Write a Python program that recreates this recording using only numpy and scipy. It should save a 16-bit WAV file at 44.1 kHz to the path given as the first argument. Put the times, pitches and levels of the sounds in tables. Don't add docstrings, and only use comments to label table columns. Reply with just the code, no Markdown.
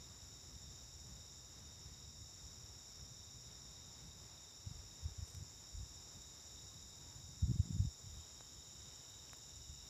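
import sys
import numpy as np
from scipy import signal
from scipy.fft import rfft, irfft, next_fast_len
from scipy.io import wavfile

SR = 44100
rng = np.random.default_rng(int(sys.argv[2]) if len(sys.argv) > 2 else 0)


def waveform_to_disk(signal):
    frames = np.transpose(np.atleast_2d(signal))
    scaled = np.clip(frames, -1, 1) * 32767
    samples = np.round(scaled).astype(np.int16)
    wavfile.write(sys.argv[1], SR, samples)


N = 436149

# frequency_hz, relative_db
HUSH_SPECTRUM = [(100, -8), (250, 3), (400, 3.5), (600, 0), (950, 0), (1500, -4), (2100, -5.5),
                 (2700, -7.5), (3300, -7.5), (4500, -7.5), (7000, -12), (8600, -29.5), (10000, -16.5),
                 (15000, -26)]
# frequency_hz, relative_db
RUMBLE_SPECTRUM = [(15, -20), (30, -20.5), (45, -5), (62, 2), (90, 0.5), (110, -1.5), (140, -3),
                   (180, -10.5), (250, -16.5), (400, -29.5), (800, -40)]
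# time_s, level_db
BREEZE_LEVEL = [(0, -60), (2.2, -59.5), (3.2, -60.5), (4.05, -59), (4.5, -64.5), (6.2, -60.5), (7.2, -60),
                (8.4, -63.5), (9.89, -60)]
# centre_s, pitch_hz, level_db, length_s
FAR_HOOTS = [(3.928, 930, -74, .2), (6.714, 1074, -75, .14), (7.099, 960, -72, .34)]
# centre_s, level_db, pitch_hz
MIC_BUMPS = [(4.674, -37.5, 95), (4.716, -40.5, 122), (5.058, -33, 78), (5.191, -38.5, 86),
             (5.228, -37.5, 78), (5.426, -40, 108), (5.752, -40.5, 61.4), (6.173, -51, 190),
             (7.431, -28, 108), (7.443, -26, 76), (7.515, -24.5, 151), (7.602, -22.5, 93),
             (7.708, -33.5, 145), (7.805, -24, 84), (9.7, -42, 74)]
# start_s, length_s, level_db, pitch_hz
GRIP_SHIFTS = [(4.754, .05, -49, 76), (5.036, .085, -46, 72), (5.348, .07, -46, 81),
               (5.774, .06, -43.5, 64), (7.169, .17, -53.5, 95), (7.46, .11, -32.5, 124),
               (7.616, .085, -43.5, 133), (7.728, .145, -34, 103.3), (8.041, .16, -49, 79)]
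# start_s, level_db (before the bass cut), pitch_hz, ring_s,
# crackle_db (relative to level_db)
FOOT_PATS = [(5.281, -53, 8500, .0003, -6), (5.308, -53, 12500, .0003, -6), (5.349, -44, 4180, .0003, -10),
             (8.408, -32.5, 750, 0.00023, -36), (9.102, -56, 10840, .0003, -3),
             (9.295, -42, 2600, .00025, -26), (9.333, -30.5, 1400, 0.00018, -23),
             (9.371, -53, 12000, .0002, -8)]
# frequency_hz, relative_db
SKIN_SPECTRUM = [(1500, -25), (3500, -11), (8300, 7), (10000, -6), (15000, -8)]
# frequency_hz, relative_db
LOW_SPECTRUM = [(3250, -51), (3480, -13.5), (3620, -2), (3720, 2.5), (3800, 3.5), (3900, -6), (4020, -15.5),
                (4350, -32)]
MIDDLE_SPECTRUM = [(4150, -39), (4650, -14.5), (5000, -8), (5300, -1), (5550, 0), (5800, -1.5), (6100, -9),
                   (6600, -25.5)]
HIGH_SPECTRUM = [(5900, -30), (6500, -10), (6850, -2), (7070, 1), (7300, -4), (7550, -10), (7820, -11.5),
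                 (8080, -23), (8400, -49)]
SHEEN_SPECTRUM = [(8000, -41), (9200, -8.5), (10200, -7.5), (11100, -2), (12000, -7.5), (12800, -11.5),
                  (14000, -4.5), (14600, -9), (15400, -10)]
# time_s, level_db (before its trim in the mix)
LOW_SONG = [(0.0, -67), (0.19, -69.5), (0.72, -67.5), (0.99, -70), (2.01, -68), (2.48, -70), (4.05, -67.5),
            (5.04, -69), (5.53, -72), (5.95, -68.5), (6.61, -67), (7.96, -69), (8.48, -67), (9.89, -66.5)]
MIDDLE_SONG = [(0.0, -62), (0.22, -62), (2.18, -61), (2.37, -60.5), (3.55, -61), (4.32, -62.5), (6.01, -61),
               (7.05, -62), (7.35, -61.5), (7.65, -62.5), (9.53, -61.5), (9.89, -60.5)]
HIGH_SONG = [(0.0, -64.5), (1.13, -64), (2.07, -65.5), (2.26, -64), (4.71, -65), (5.95, -63), (9.89, -62.5)]


def gain_of(db):
    return 10 ** (np.asarray(db) / 20)


def unit_rms(x):
    return x / np.sqrt(np.mean(x ** 2) + 1e-20)


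def clock():
    return np.arange(N) / SR


def follow(rows):
    return np.interp(clock(), *np.transpose(rows))


def wander(per_s):
    return unit_rms(np.interp(clock() * per_s, np.arange(2000), rng.standard_normal(2000)))


def coloured(x, spectrum):
    points_hz, db = np.transpose(spectrum)
    size = next_fast_len(N)
    hz = np.fft.rfftfreq(size, 1 / SR)
    shape = gain_of(np.interp(np.log(hz + 1), np.log(points_hz), db, left=-90, right=-90))
    return unit_rms(irfft(rfft(x, size) * shape, size)[:N])


def noise(spectrum):
    return coloured(rng.standard_normal(N), spectrum)


def resonate(x, hz, width_hz):
    carrier = np.exp(2j * np.pi * np.cumsum(hz * np.ones(N)) / SR)
    pole = np.exp(-np.pi * width_hz / SR)
    smoothed = signal.lfilter([1.], [1, -2 * pole, pole * pole], x / carrier)
    return unit_rms((carrier * smoothed).real)


def add(mix, start_s, sound):
    part = mix[max(round(start_s * SR), 0):][:len(sound)]
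    part += sound[:len(part)]


def air(hush_db=-68):
    hush = noise(HUSH_SPECTRUM) * gain_of(hush_db + 0.79 * wander(8))
    rumble = unit_rms(noise(RUMBLE_SPECTRUM) * gain_of(2.2 * wander(25)))
    return hush + rumble * gain_of(follow(BREEZE_LEVEL))


def glass_hiss(start_s=7.9, rise_s=.25, start_hz=3280, sink_hz_per_s=220, level_db=-80):
    since_s = np.maximum(clock() - start_s, 0)
    hiss = resonate(rng.standard_normal(N), start_hz - sink_hz_per_s * since_s, width_hz=360)
    return hiss * gain_of(level_db) * np.minimum(since_s / rise_s, 1)


def far_hoots(waver=0.0124):
    out = np.zeros(N)
    for centre_s, hz, db, length_s in FAR_HOOTS:
        size = round(length_s * SR)
        cycles = np.cumsum(hz * (1 + waver * wander(37)[:size])) / SR
        add(out, centre_s - length_s / 2, gain_of(db) * np.hanning(size) * np.sin(2 * np.pi * cycles))
    return out


def add_bump(mix, centre_s, db, hz, half_cycles=0.56):
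    t = np.arange(-SR // 16, SR // 16) / SR
    swell = np.exp(1.7 * (1 - np.sqrt(1 + (t * hz / half_cycles) ** 2)))
    push = np.cos(2 * np.pi * (hz * t + rng.random()))
    knock = 0.19 * np.cos(2 * np.pi * (1.84 * hz * t + rng.random()))
    add(mix, centre_s + t[0], gain_of(db) * swell * (push + swell * knock))


def handling(bumps_per_s=50, unevenness=0.189, spread_db=2.5, spread_octaves=0.35):
    out = np.zeros(N)
    for centre_s, db, hz in MIC_BUMPS:
        add_bump(out, centre_s, db, hz)
    for start_s, length_s, db, hz in GRIP_SHIFTS:
        for k, (late, louder, higher) in enumerate(rng.standard_normal((16, 3))):
            if k / bumps_per_s <= length_s:
                centre_s = start_s + (k + unevenness * late) / bumps_per_s
                add_bump(out, centre_s, db + spread_db * louder, hz * 2 ** (spread_octaves * higher))
    return out


def frog(brush_at_s=5.315, brush_half_s=0.047, brush_db=-70, crackle_s=0.0016):
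    brush = np.exp(-.5 * ((clock() - brush_at_s) / brush_half_s) ** 4)
    out = noise(SKIN_SPECTRUM) * brush * gain_of(brush_db + 3.5 * wander(120))
    t = np.arange(SR // 40) / SR
    for start_s, db, hz, ring_s, crackle_db in FOOT_PATS:
        pat = np.sin(2 * np.pi * hz * t) * np.exp(-t / ring_s)
        bass_cut = signal.butter(2, 0.55 * hz, "highpass", fs=SR)
        crackle = gain_of(crackle_db) * rng.standard_normal(len(t)) * np.exp(-t / crackle_s)
        add(out, start_s, gain_of(db) * (signal.lfilter(*bass_cut, pat) + crackle))
    return out


def wing_strokes(per_s, sharpness, slip_cycles=0.046):
    cycles = np.cumsum(per_s) / SR + rng.random() + slip_cycles * wander(30)
    bursts = np.exp(sharpness * np.cos(2 * np.pi * cycles))
    return unit_rms(bursts * rng.standard_normal(N))


def chorus(levels, spectrum, wing_hz, width_hz, pulses_per_s, drift, sharpness,
           near_share, near_lead, flutter_db):
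    level_db = follow(levels)
    swell_db = level_db - level_db.mean()
    share = np.clip(near_share * gain_of(near_lead * swell_db), 0, .8)
    near_strokes = wing_strokes(pulses_per_s * (1 + drift * wander(2)), sharpness)
    near = resonate(near_strokes, wing_hz, width_hz)
    far = np.zeros(N)
    for _ in range(6):
        pace = rng.uniform(0.74, 1.2) + 0.0406 * wander(3)
        far += wing_strokes(pulses_per_s * pace, sharpness=0.16)
    song = np.sqrt(share) * near + np.sqrt(1 - share) * coloured(far, spectrum)
    return song * gain_of(level_db + flutter_db * wander(12))


def insects(sheen_db=-77.5):
    low = chorus(LOW_SONG, LOW_SPECTRUM, wing_hz=3770, width_hz=296, pulses_per_s=38.7,
                 drift=0.0255, sharpness=0.98, near_share=0.18, near_lead=2.6, flutter_db=0.6)
    middle = chorus(MIDDLE_SONG, MIDDLE_SPECTRUM, wing_hz=5550, width_hz=380, pulses_per_s=77.3,
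                    drift=0.0016, sharpness=1.3, near_share=0.17, near_lead=5.2, flutter_db=0.24)
    high = chorus(HIGH_SONG, HIGH_SPECTRUM, wing_hz=7064, width_hz=490, pulses_per_s=15.3,
                  drift=0.0352, sharpness=1.5, near_share=0.15, near_lead=1.8, flutter_db=0.24)
    sheen = noise(SHEEN_SPECTRUM) * unit_rms(gain_of(0.66 * follow(HIGH_SONG)))
    return gain_of(0.7) * low + gain_of(0.5) * middle + gain_of(1.17) * high + gain_of(sheen_db) * sheen


def scene():
    return (insects() + air() + glass_hiss() + far_hoots() + handling() + frog())[None]


def record(dry, low_cut_hz=22, high_cut_hz=15330):
    low_cut = signal.butter(1, low_cut_hz, "highpass", fs=SR, output="sos")
    high_cut = signal.firwin(1023, high_cut_hz, window=("kaiser", 9), fs=SR)
    return signal.oaconvolve(signal.sosfilt(low_cut, dry), high_cut[None], "same")


dry = scene()
out = record(dry)
waveform_to_disk(out)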